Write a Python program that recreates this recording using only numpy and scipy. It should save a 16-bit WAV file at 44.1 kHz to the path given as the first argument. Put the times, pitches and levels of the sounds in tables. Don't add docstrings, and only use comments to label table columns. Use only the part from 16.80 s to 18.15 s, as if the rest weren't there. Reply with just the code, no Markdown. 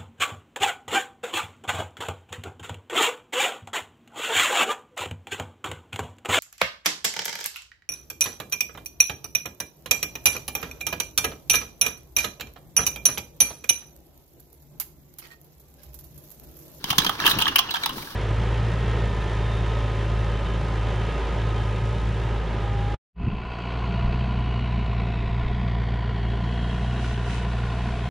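import sys
import numpy as np
from scipy import signal
from scipy.fft import rfft, irfft, next_fast_len
from scipy.io import wavfile
from scipy.ndimage import uniform_filter1d, map_coordinates

SR = 44100
rng = np.random.default_rng(int(sys.argv[2]) if len(sys.argv) > 2 else 0)


def generate_wav(signal):
    frames = np.transpose(np.atleast_2d(signal))
    scaled = np.clip(frames, -1, 1) * 32767
    pcm = np.round(scaled).astype(np.int16)
    wavfile.write(sys.argv[1], SR, pcm)


N = 59535


def amp(db):
    return 10 ** (np.asarray(db) / 20)


def unit(x):
    return x / np.sqrt(np.mean(x ** 2) + 1e-20)


def loudest(x):
    power = uniform_filter1d(np.mean(x ** 2, 0), size=256)
    return x / np.sqrt(power.max() + 1e-20)


def along(points, hz):
    f, value = np.transpose(points)
    return np.interp(np.log(hz + 1), np.log(f + 1), value)


def filtered(x, response):
    size = next_fast_len(x.shape[-1] + 4096)
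    spectrum = rfft(x, size) * response(np.fft.rfftfreq(size, 1 / SR))
    return irfft(spectrum, size)[..., :x.shape[-1]]


def wobble(rate):
    return map_coordinates(rng.standard_normal(200), [np.arange(N) * rate / SR])


def clicks(per_s, scatter_db, size):
    chance, sign = rng.random((2, size))
    strength = amp(scatter_db * rng.standard_normal(size))
    return (chance < per_s / SR) * strength * np.sign(sign - 0.5)


# frequency_hz, likeness (0 to 1)
LIKENESS = [(150, .996), (300, .92), (500, .9), (1000, .8), (2500, .4), (10000, .25)]


def pair(a, b, colour):
    def mid_side(hz):
        angle = np.arccos(np.clip(along(LIKENESS, hz), -1, 1)) / 2
        return amp(along(colour, hz)) * [np.cos(angle), np.sin(angle)]

    mid, side = filtered(np.array([a, b]), mid_side)
    return np.array([mid + side, mid - side])


MODE_SCATTER_DB = 2


def ringing(hz, db, t60, push):
    t = np.arange(SR // 16) / SR
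    level, phase = rng.standard_normal((2, len(hz), 1)), 2 * np.pi * rng.random((2, len(hz), 1))
    alike = along(LIKENESS, hz)[:, None]
    port_phase = phase[0] + (1 - alike) * (phase - np.pi)
    free = amp(-60 * t / t60[:, None]) * np.sin(2 * np.pi * hz[:, None] * t + port_phase)
    driven = signal.fftconvolve(free, push[None, None], axes=2)[..., :len(push)]
    free_norm = np.linalg.norm(free, axis=2, keepdims=True)
    driven_norm = np.linalg.norm(driven, axis=2, keepdims=True) + 1e-20
    return (amp(db[:, None] + MODE_SCATTER_DB * level) * free_norm / driven_norm * driven).sum(1)


# frequency_hz, t60_s
ROOM_DECAY = [(3000, 0.24), (12000, 0.04)]


def room(x):
    hz, t, noise = signal.stft(rng.standard_normal((2, SR // 3)), SR, nperseg=256)
    decay = amp(-60 * t / along(ROOM_DECAY, hz)[:, None])
    tail = signal.istft(noise * decay, SR, nperseg=256)[1]
    delayed = np.pad(x, ((0, 0), (200, 0)))
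    return signal.fftconvolve(delayed, tail / np.linalg.norm(tail[0]), axes=1)[:, :N]


# frequency_hz, level_db, t60_s
PART_MODES = [(2490, -5.5, 0.045), (2746, 3, 0.022), (2910, -0.5, 0.064), (3077, 2.5, 0.018),
              (3158, 4, 0.035), (3417, 4.5, 0.032), (3580, 0.5, 0.036), (3904, 2, 0.05), (4024, 3, 0.024),
              (4700, -19, 0.017), (5700, -2, 0.04), (6370, -8, .03)]
# frequency_hz, level_db
HOLLOW_MODES = [(865, -1), (990, -2), (1170, 1.5), (1310, -0.5), (1630, 7.5), (1900, -10), (2330, 5)]
HOLLOW_T60_S = 0.014
CONTACT_SCATTER_DB = 5
TOUCHES_PER_S = 110 / 12


def rattle():
    hollow = [(hz, db, 2 * HOLLOW_T60_S) for hz, db in HOLLOW_MODES]
    out = np.zeros((2, N))
    for hz, db, t60 in list(PART_MODES) + hollow:
        touches = clicks(TOUCHES_PER_S, CONTACT_SCATTER_DB, size=N)
        out += ringing(np.array([hz]), np.array([db]), np.array([t60]), touches)
    return unit(out)


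# time_s, cloth_level_db, treble_level_db, rumble_level_db
STIRRING = [(0, -54.5, -52, -54), (0.086, -41, -39.5, -42), (.15, -46, -40.5, -40.5),
            (0.232, -35.5, -33, -38), (0.379, -38, -44, -40.5), (.44, -29.5, -37, -39.5),
            (.5, -26.5, -22.5, -38.5), (.56, -31.5, -44.5, -30), (.63, -30, -35, -36.5),
            (.7, -41, -43, -36.5), (.75, -35.5, -48, -42.5), (.82, -39, -43, -42.5), (.88, -36, -51, -44),
            (0.958, -45, -42, -44.5), (1.021, -35, -41, -44.5), (1.11, -43, -45.5, -43.5),
            (1.17, -42, -35.5, -41.5), (1.35, -44.5, -44, -45.5)]
# frequency_hz, spectrum_level_db
CLOTH_COLOUR = [(260, -67), (450, -10.5), (755, -6), (894, 0), (1140, 1.5), (1590, 0), (2260, -9.5),
                (3170, -5), (5990, -13), (8000, -44), (17600, -120)]
# frequency_hz, spectrum_level_db
SLIDE_COLOUR = [(2000, -23), (4000, 0.5), (7500, -13.5), (11000, -3.5), (15000, -3)]
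# frequency_hz, spectrum_level_db
RUMBLE_COLOUR = [(15, -4), (145, -0.5), (222, -5), (282, -0.5), (420, -5), (600, -15.5), (1320, -120)]
GRAINS_PER_S, GRAIN_SCATTER_DB, GRAIN_SHARE = 700, 0.5, 0.38
FLUTTER_DB, RUMBLE_FLUTTER_DB = 2.5, 2.1
RATTLE_DB = -5


def rubbing():
    grains = unit(clicks(GRAINS_PER_S, GRAIN_SCATTER_DB, size=N))
    return np.sqrt(1 - GRAIN_SHARE) * rng.standard_normal(N) + np.sqrt(GRAIN_SHARE) * grains


def rustle():
    time_s, *levels = np.transpose(STIRRING)
    cloth_db, treble_db, rumble_db = [np.interp(np.arange(N) / SR, time_s, level) for level in levels]
    a, b, flutter = rubbing(), rubbing(), wobble(70.25)
    cloth = amp(cloth_db + FLUTTER_DB * flutter) * unit(pair(a, b, CLOTH_COLOUR))
    slide = amp(treble_db + FLUTTER_DB / 2 * flutter) * unit(pair(a, b, SLIDE_COLOUR))
    low_noise = unit(pair(*rng.standard_normal((2, N)), RUMBLE_COLOUR))
    rumble = amp(rumble_db + RUMBLE_FLUTTER_DB * wobble(25.42)) * low_noise
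    return cloth + amp(cloth_db + RATTLE_DB) * rattle() + slide + rumble


# start_s, level_db (before the rise and a doubling), pitch_hz
POUCH_THUMPS = [(0.043, -29, 190), (0.109, -22.5, 141), (0.185, -15, 166), (0.263, -20, 200),
                (0.279, -23, 178), (0.453, -16.5, 336), (0.48, -16.5, 296), (0.574, -22, 152),
                (1.16, -23, 258), (1.17, -22.5, 244)]
THUMP_CYCLES = 5.5
THUMP_RISE_S, PUFF_SHARE = 0.003, 0.3


def thumps():
    out, t = np.zeros(N + SR), np.arange(SR // 5) / SR
    for start_s, level_db, hz in POUCH_THUMPS:
        band = lambda f: f / (hz + f) / (1 + (f / (2 * hz)) ** 4)
        puff = unit(filtered(rng.standard_normal(len(t)), band))
        decay = amp(level_db - 60 * t * hz / THUMP_CYCLES)
        rise = 1 - np.exp(-t / THUMP_RISE_S)
        thump = 2 * decay * rise * (np.sin(2 * np.pi * hz * t) + PUFF_SHARE * puff)
        out[round(start_s * SR):][:len(t)] += thump
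    return out[:N]


# frequency_hz, level_db
CRACK_COLOUR = [(600, -40), (900, -8.5), (2100, -7.5), (4000, 1), (6300, -6.5), (7500, -21.5), (9000, -24)]
# frequency_hz, level_db
TREBLE_COLOUR = [(4000, -16), (7500, -18), (10000, -2.5), (13000, -1), (15000, 2)]
# start_s, crack_peak_db, hollow_level_db, ring_level_db, treble_over_crack_db (before the lift),
# hollow_centre_hz, ring_centre_hz, chatter_decay_s
PART_KNOCKS = [(0.0413, -11.5, -30.5, -24, -13, 940, 3340, 0.0018),
               (0.0922, -25, -34, -35, -10, 1140, 3150, 0.0025),
               (0.102, -7.5, -25, -18.5, -14.5, 980, 3170, 0.0058),
               (0.128, -22, -22.5, -29, -11, 980, 3140, 0.0031),
               (0.182, 1.5, -22.5, -12.5, -12, 1030, 3510, 0.0032),
               (0.2014, -9, -31, -27, -27, 1070, 3400, 0.0019),
               (0.2178, -24, -28, -26.5, -9, 1880, 4080, 0.0031),
               (0.2458, -9.5, -22.5, -51, -18, 950, 2340, 0.003),
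               (0.2638, -10, -23.5, -17.5, -18, 1470, 3360, 0.0043),
               (0.2934, -17.5, -18, -22, -5.5, 900, 3300, 0.0027),
               (0.4006, -15.5, -20.5, -25, -15, 1450, 4330, 0.0024),
               (0.4373, -40, -24, -28, -15, 1680, 2520, 0.0023),
               (0.4476, -30, -24.5, -23, -1, 990, 2860, 0.0026),
               (0.4546, -19.5, -25, -14, -3, 920, 3340, 0.0029),
               (0.4626, -5, -46, -12.5, -11, 970, 3010, 0.0035),
               (0.4675, -36, -25, -11, -14, 1100, 2670, 0.001),
               (0.4756, -10.5, -17, -25, -10, 1200, 3640, 0.0024),
               (0.493, -18.5, -41, -21.5, -5.5, 1000, 4280, 0.011),
               (0.5104, -15, -23.5, -16.5, -7.5, 1374, 3590, 0.0047),
               (0.5861, -15.5, -26.5, -21, -5, 1030, 2960, 0.004),
               (0.6014, -21, -37, -23.5, -6, 1460, 3300, 0.0045),
               (0.6131, -17, -25.5, -20.5, -18, 940, 3440, 0.0039),
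               (0.6207, -25, -29, -13.5, -1, 1200, 2980, 0.0023),
               (0.6551, -40, -26, -17, -8, 1140, 3330, 0.0022),
               (0.667, -33, -18, -44, -14, 1136, 2220, 0.0028),
               (0.6779, -11, -24.5, -16, -18, 1380, 2970, 0.0038),
               (0.7578, -5, -21.5, -10.5, -5, 1090, 2640, 0.0026),
               (0.7835, -4.5, -31, -40, -29, 1110, 3000, 0.003),
               (0.7885, -5.5, -20, -14, -11.5, 980, 2900, 0.0035),
               (0.886, -48, -39, -27.5, -17, 830, 2760, 0.0053),
               (0.9069, -25, -55, -22, -4.5, 1300, 4050, 0.0038),
               (0.9394, -24.5, -21, -21.5, -7, 1090, 3330, 0.0045),
               (0.9547, -19, -26, -51, -18, 1700, 3230, 0.0049),
               (0.9647, -18.5, -29, -27, -26, 1000, 3080, 0.0043),
               (1.0336, -26.5, -24.5, -19.5, -11, 2110, 3930, 0.0042),
               (1.0587, -9.5, -21.5, -23.5, -10, 970, 3650, 0.0025),
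               (1.0916, -27.5, -29.5, -28, -5.5, 930, 3200, 0.0034),
               (1.1056, -35, -33.5, -40, -10, 1140, 3230, 0.0025),
               (1.182, -32, -28, -42.5, -32, 1110, 3330, 0.0013)]
CONTACTS_PER_S = 7000
RISE_SHARE = 0.74
HOLLOW_REACH, RING_REACH = 0.38, 0.2
CREST_DB = 12
TREBLE_LIFT_DB = 14.5
KNOCK_LOW_HZ = 642


def nearness(hz, centre, reach):
    return -6 * (np.log2(hz / centre) / reach) ** 2


def knocks():
    out, t = np.zeros((2, N + SR)), np.arange(SR // 8) / SR
    part_hz, part_db, part_t60 = np.transpose(PART_MODES)
    low_hz, low_db = np.transpose(HOLLOW_MODES)
    low_t60 = np.full(len(low_hz), HOLLOW_T60_S)
    for start_s, crack_db, hollow_db, ring_db, treble_db, hollow_hz, ring_hz, chatter_s in PART_KNOCKS:
        shape = (1 - np.exp(-t / (RISE_SHARE * chatter_s))) * np.exp(-t / chatter_s)
        contacts = clicks(CONTACTS_PER_S, CONTACT_SCATTER_DB, size=2 * len(t))
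        push, other = contacts.reshape(2, -1) * shape
        body = ringing(low_hz, low_db + nearness(low_hz, hollow_hz, HOLLOW_REACH), low_t60, push)
        ring = ringing(part_hz, part_db + nearness(part_hz, ring_hz, RING_REACH), part_t60, push)
        crack = loudest(pair(push, other, CRACK_COLOUR))
        treble = loudest(pair(push, other, TREBLE_COLOUR))
        crack_rms_db = crack_db - CREST_DB
        sound = amp(hollow_db) * loudest(body) + amp(ring_db) * loudest(ring)
        sound += amp(crack_rms_db) * crack
        sound += amp(crack_rms_db + treble_db + TREBLE_LIFT_DB) * treble
        out[:, round(start_s * SR):][:, :len(t)] += sound
    return filtered(out[:, :N], lambda f: 1 / (1 + (KNOCK_LOW_HZ / (f + 1)) ** 8))


ROOM_DB = -13.5


def scene():
    parts = knocks()
    return rustle() + thumps() + amp(ROOM_DB) * room(parts) + parts


# frequency_hz, left_over_right_db
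PORT_BALANCE = [(300, 0.5), (800, 0), (1500, -2.5), (2400, 5.5), (3500, -8), (5000, -3.5), (7200, 3.5),
                (10400, 14), (15000, 21.5)]
RIGHT_LAG_S, TOP_HZ = 0.00013, 15900


def ports(hz):
    balance = along(PORT_BALANCE, hz)
    lag = np.exp(-2j * np.pi * hz * RIGHT_LAG_S)
    return np.array([amp(np.minimum(balance, 0)), lag * amp(-np.maximum(balance, 0))])


def record(dry):
    x = filtered(dry, ports)
    x = x / (1 + np.abs(x) ** 6) ** (1 / 6)
    return filtered(x, lambda hz: hz < TOP_HZ)


dry = scene()
out = record(dry)
generate_wav(out)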